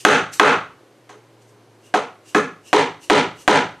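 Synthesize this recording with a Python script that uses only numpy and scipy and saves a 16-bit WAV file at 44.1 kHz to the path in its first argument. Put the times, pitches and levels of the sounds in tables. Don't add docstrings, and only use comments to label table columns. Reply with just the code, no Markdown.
import sys
import numpy as np
from scipy import signal
from scipy.io import wavfile

SR = 44100
rng = np.random.default_rng(int(sys.argv[2]) if len(sys.argv) > 2 else 0)


def wav_record(signal):
    frames = np.transpose(np.atleast_2d(signal))
    bounded = np.clip(frames, -1, 1)
    quanta = np.round(bounded * 32767).astype(np.int16)
    wavfile.write(sys.argv[1], SR, quanta)


def boost_factor(decibels):
    exponent = np.asarray(decibels, float) / 20
    return 10 ** exponent


N = 167580


def rms_one(x):
    return x / np.sqrt(np.mean(x ** 2) + 1e-20)


def at_hz(points, hz):
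    return np.interp(np.log(hz), np.log(np.array(points)[:, 0]), np.array(points)[:, 1])


def butter(x, order, hz, kind="low"):
    return signal.sosfilt(signal.butter(order, hz, kind, fs=SR, output="sos"), x)


def clicks(at, db):
    x = np.zeros(N)
    x[at] = boost_factor(db)
    return x


def ring(x, hz, t60):
    r, w = boost_factor(-60 / (t60 * SR)), 2 * np.pi * hz / SR
    return signal.lfilter([0, np.sin(w)], [1, -2 * r * np.cos(w), r * r], x + 1e-18)


def resonance(x, hz, width_hz):
    r, w = np.exp(-np.pi * width_hz / SR), 2 * np.pi * hz / SR
    return signal.lfilter(np.array([1, 0, -1]) * (1 - r * r) / 2, [1, -2 * r * np.cos(w), r * r], x)


def bands(white, gain):
    # frequency in Hz, side level in dB.
    side_db = [(60, -14), (250, -28), (1000, -21), (4000, -13.5), (8000, -14), (13000, -3)]
    out, edges = 0, 36 * 2 ** np.arange(0, 9.1, .5)
    for k, (low, high) in enumerate(zip(edges, edges[1:])):
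        mid, side = butter(white[k % 2], 2, [low, high], "band")
        hz = np.sqrt(low * high)
        out = out + gain(hz) * (mid + boost_factor(at_hz(side_db, hz)) * side * [[1], [-1]])
    return out


def room_air():
    # frequency in Hz, density in dB per Hz.
    air_colour = [(24, -89), (40, -65.5), (114, -6.5), (179, -21.5), (359, -8.5), (653, -19), (797, -18),
                  (1190, -23.5), (15500, -44)]
    air = bands(rng.standard_normal((2, 2, N)), lambda hz: boost_factor(at_hz(air_colour, hz)))
    return boost_factor(-52) * rms_one(air)


def distant_motor():
    # time in seconds, pitch in Hz, rms level in dB.
    hum = [(0, 122, -52.5), (0.799, 119, -59), (1.101, 118.5, -52), (1.5, 115, -47), (1.9, 110, -51),
           (2.3, 108.4, -52), (2.698, 102, -53), (3.8, 94.2, -68)]
    s, hz, db = np.transpose(hum)
    t = np.arange(N) / SR
    phase = 2 * np.pi * np.cumsum(np.interp(t, s, hz)) / SR
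    return np.sqrt(2) * boost_factor(np.interp(t, s, db)) * np.sin(phase)


def sliding_shot():
    # peak in seconds, rise in seconds, level in dB, hollow ring in dB.
    slides = [
        (0.011, 0.028, -41.5, -6),
        (0.341, 0.019, -32.5, -21.5),
        (1.425, 0.022, -61, -6.5),
        (1.495, 0.0325, -63.5, -15),
        (1.871, 0.059, -58, -2.5),
        (2.297, 0.054, -50, -4.5),
        (2.687, 0.053, -49.5, -1.5),
        (3.045, 0.044, -47.5, -5),
        (3.419, 0.069, -50, -5),
        (3.79, .05, -71, -5),
    ]
    # frequency in Hz, density in dB per Hz.
    patter_colour = [(1180, -39), (2000, -11.5), (2820, -14), (4710, -10.5), (6360, -4.5), (11600, -18),
                     (15500, -22.5)]
    fall_share, pellets_per_s, size_spread_db = 0.26, 7200, 1.3
    head_hz, head_width_hz = 2800, 330
    t, patter_level, hollow = np.arange(N) / SR, 0, 0
    for s, rise, db, ring_db in slides:
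        spread = np.where(t < s, .5, fall_share / 2) * rise
        swell = boost_factor(db) * np.exp(-.5 * ((t - s) / spread) ** 2)
        patter_level = patter_level + swell
        hollow = hollow + swell * boost_factor(ring_db)
    sizes = boost_factor(size_spread_db * np.minimum(rng.exponential(1, (2, 2, N)), 4))
    sizes = sizes * rng.choice([-1, 1], (2, 2, N))
    pellets = sizes * (rng.random((2, 2, N)) < pellets_per_s / SR)
    shell = resonance(pellets[0, 0], head_hz, head_width_hz)
    shell = resonance(shell, head_hz, head_width_hz)
    patter = bands(pellets, lambda hz: boost_factor(at_hz(patter_colour, hz)) * (hz > 1800))
    return patter_level * rms_one(patter) + hollow * boost_factor(-1) * rms_one(shell)


def wood_modes(at, force, seat_db, chair_db, leg_db, local_hz, local_db, ring_share):
    # frequency in Hz, level in dB, t60 in seconds.
    seat = [(175.4, -16, 0.07), (256.2, -12, 0.064), (330, -19.5, 0.019)]
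    chair = [(407.2, -5.5, 0.11), (463.3, -0.5, 0.072), (560.5, -1.5, 0.018), (684, -10, 0.044)]
    rail = [(844, 0.5, 0.018), (1011, 4, 0.021), (1109, 0, 0.01)]
    leg = [(1346, -3.5, 0.019), (1600, -3, .02), (1920, -3, 0.006), (2595, -14, 0.036), (3136, -9, 0.0044)]
    mode_spread_db, local_t60_s = 1.5, 0.046
    out = np.zeros(N)
    for modes, part_db in ((seat, chair_db + seat_db), (chair, chair_db), (rail, 0), (leg, leg_db)):
        for k, (hz, db, t60) in enumerate(modes):
            uneven = mode_spread_db * rng.standard_normal(len(at))
            struck = clicks(at, force + part_db + db - 10.5 + uneven)
            out += ring(struck, hz, t60 * ring_share) * (-1) ** k
    for i, hz, db in zip(at, local_hz, force + local_db):
        out += ring(clicks(i, db - 16.5), hz, local_t60_s * ring_share)
    return out / np.sqrt(ring_share)


def crack(at, db):
    snap = butter(clicks(at, db + 1), 1, [1477, 3003], "band")
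    return butter(snap, 1, 4560)


def landing_shot(at, db, rattle):
    lands_s = .005
    pellets = clicks(at, db - 27.5)
    if rattle:
        decay = np.exp(-1 / (lands_s * SR))
        pellets = signal.lfilter([1], [1, -decay], pellets) * rng.standard_normal(N)
    else:
        pellets = np.roll(pellets, int(lands_s * SR)) * boost_factor(15)
    pellets = butter(pellets, 1, [4800, 7950], "band")
    return boost_factor(-1.5) * pellets + boost_factor(2.5) * resonance(pellets, 6270, 530)


def mallet_on_wood(ring_share, rattle):
    # start in seconds, force in dB, then chair body, leg knock and crack in dB re rail.
    blows = [
        (0.050, 10.5, -3, 10, -1.5),
        (0.397, 14.5, -5, 8, 0.5),
        (1.9399, -7, -3.5, 4, 7.5),
        (2.347, -5.5, -2, 6.5, 0),
        (2.730, 8, -2, -1.5, 8.5),
        (3.0993, 11, -5, -0.5, 10),
        (3.478, 13.5, -6.5, 0, 8.5),
    ]
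    touches = [
        (1.093, -31, -6, 0.5, 9),
        (1.105, -38.5, -19, 3, 5.5),
        (1.135, -52, 12, -14, -10),
    ]
    # seat boom in dB, landing shot in dB, local ring in Hz,
    # local ring in dB.
    places = [(-7.5, 11, 1800, -15.5), (-8.5, 1.5, 1500, -10.5), (-17, 4.5, 740, 4.5), (11, 8.5, 1703, 5.5),
              (-3, -2, 943, 1.5), (-6, -9, 981, 4), (-8.5, -0.5, 982, 4), (-8.5, 12, 970, 0),
              (-10, 0, 1550, 4), (6, -2, 550, -6)]
    joint_closes_s = .0022
    s, force, chair_db, leg_db, crack_db = np.transpose(blows + touches)
    seat_db, lands_db, local_hz, local_db = np.transpose(places)
    at = (s * SR).astype(int)
    body = wood_modes(at, force, seat_db, chair_db, leg_db, local_hz, local_db, ring_share)
    out = boost_factor(-3) * body
    if rattle:
        out = out - np.roll(boost_factor(-3) * body, int(joint_closes_s * SR)) * boost_factor(3)
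    bright = crack(at, force + crack_db) + landing_shot(at, force + lands_db, rattle)
    return out + butter(bright, 3, 11300)


def bench_thumps():
    # start in seconds, level in dB.
    jolts = [(0.052, -46), (0.399, -46), (1.94, -58), (2.349, -45), (2.731, -38), (3.101, -29),
             (3.478, -26)]
    s, db = np.transpose(jolts)
    return butter(ring(clicks((s * SR).astype(int), db), 45, .06), 2, 120)


def workshop(x):
    # frequency in Hz, t60 in seconds.
    room_t60 = [(100, 0.696), (300, 0.2485), (1000, 0.3582), (3000, 0.3486), (8000, 0.2957), (14000, 0.17)]
    # frequency in Hz, level in dB.
    room_colour = [(100, -13.5), (250, 3), (700, -2.5), (2000, -4), (5000, -5), (14000, -1)]
    first_echo_s, echo_grain_s, early_db, early_t60_s = .004, .03, -5, 0.091
    t = np.arange(SR) / SR
    sparse = rng.random((2, 2, SR)) < .01 + t / echo_grain_s * .05
    echoes = rng.standard_normal((2, 2, SR)) * sparse
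    echoes = echoes / np.sqrt(np.minimum(0.0034 + t / echo_grain_s * 0.017, 1))
    echoes = echoes * (t > first_echo_s) * (1 + boost_factor(early_db - 60 * t / early_t60_s))
    tail = bands(echoes, lambda hz: boost_factor(at_hz(room_colour, hz) - 60 * t / at_hz(room_t60, hz)))
    return boost_factor(-20) * signal.fftconvolve(x[None], tail, axes=1)[:, :N]


def scene():
    slide = sliding_shot()
    near = boost_factor(4.5) * mallet_on_wood(1, True) + slide
    far = boost_factor(3) * mallet_on_wood(0.51, False) + boost_factor(-8.5) * slide[0]
    heard = near + workshop(far)
    heard = heard + boost_factor(-13) * resonance(heard, 6050, 470)
    heard = heard - 0.33 * resonance(heard, 5070, 510)
    return heard * boost_factor([[-.2], [.2]]) + room_air() + distant_motor()


def roll_off(x):
    return signal.sosfilt(signal.butter(12, 15710, fs=SR, output="sos"), x)


def record(dry):
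    limit_db, release_db_per_s, attack_s = -4, 400.5, 0.001946
    over = np.maximum(20 * np.log10(np.abs(dry).max(axis=0) + 1e-9) - limit_db, 0)
    ramp = release_db_per_s * np.arange(N) / SR
    held = np.maximum.accumulate(over + ramp) - ramp
    r = np.exp(-1 / (attack_s * SR))
    limited = dry * boost_factor(-signal.lfilter([1 - r], [1, -r], held))
    soft = limited / (1 + np.abs(limited) ** 4) ** .25
    out = butter(soft, 2, [186, 13000], "band") + bench_thumps()
    out = butter(np.clip(out, -.93, 1.0), 4, 13500)
    return roll_off(out)


dry = scene()
out = record(dry)
wav_record(out)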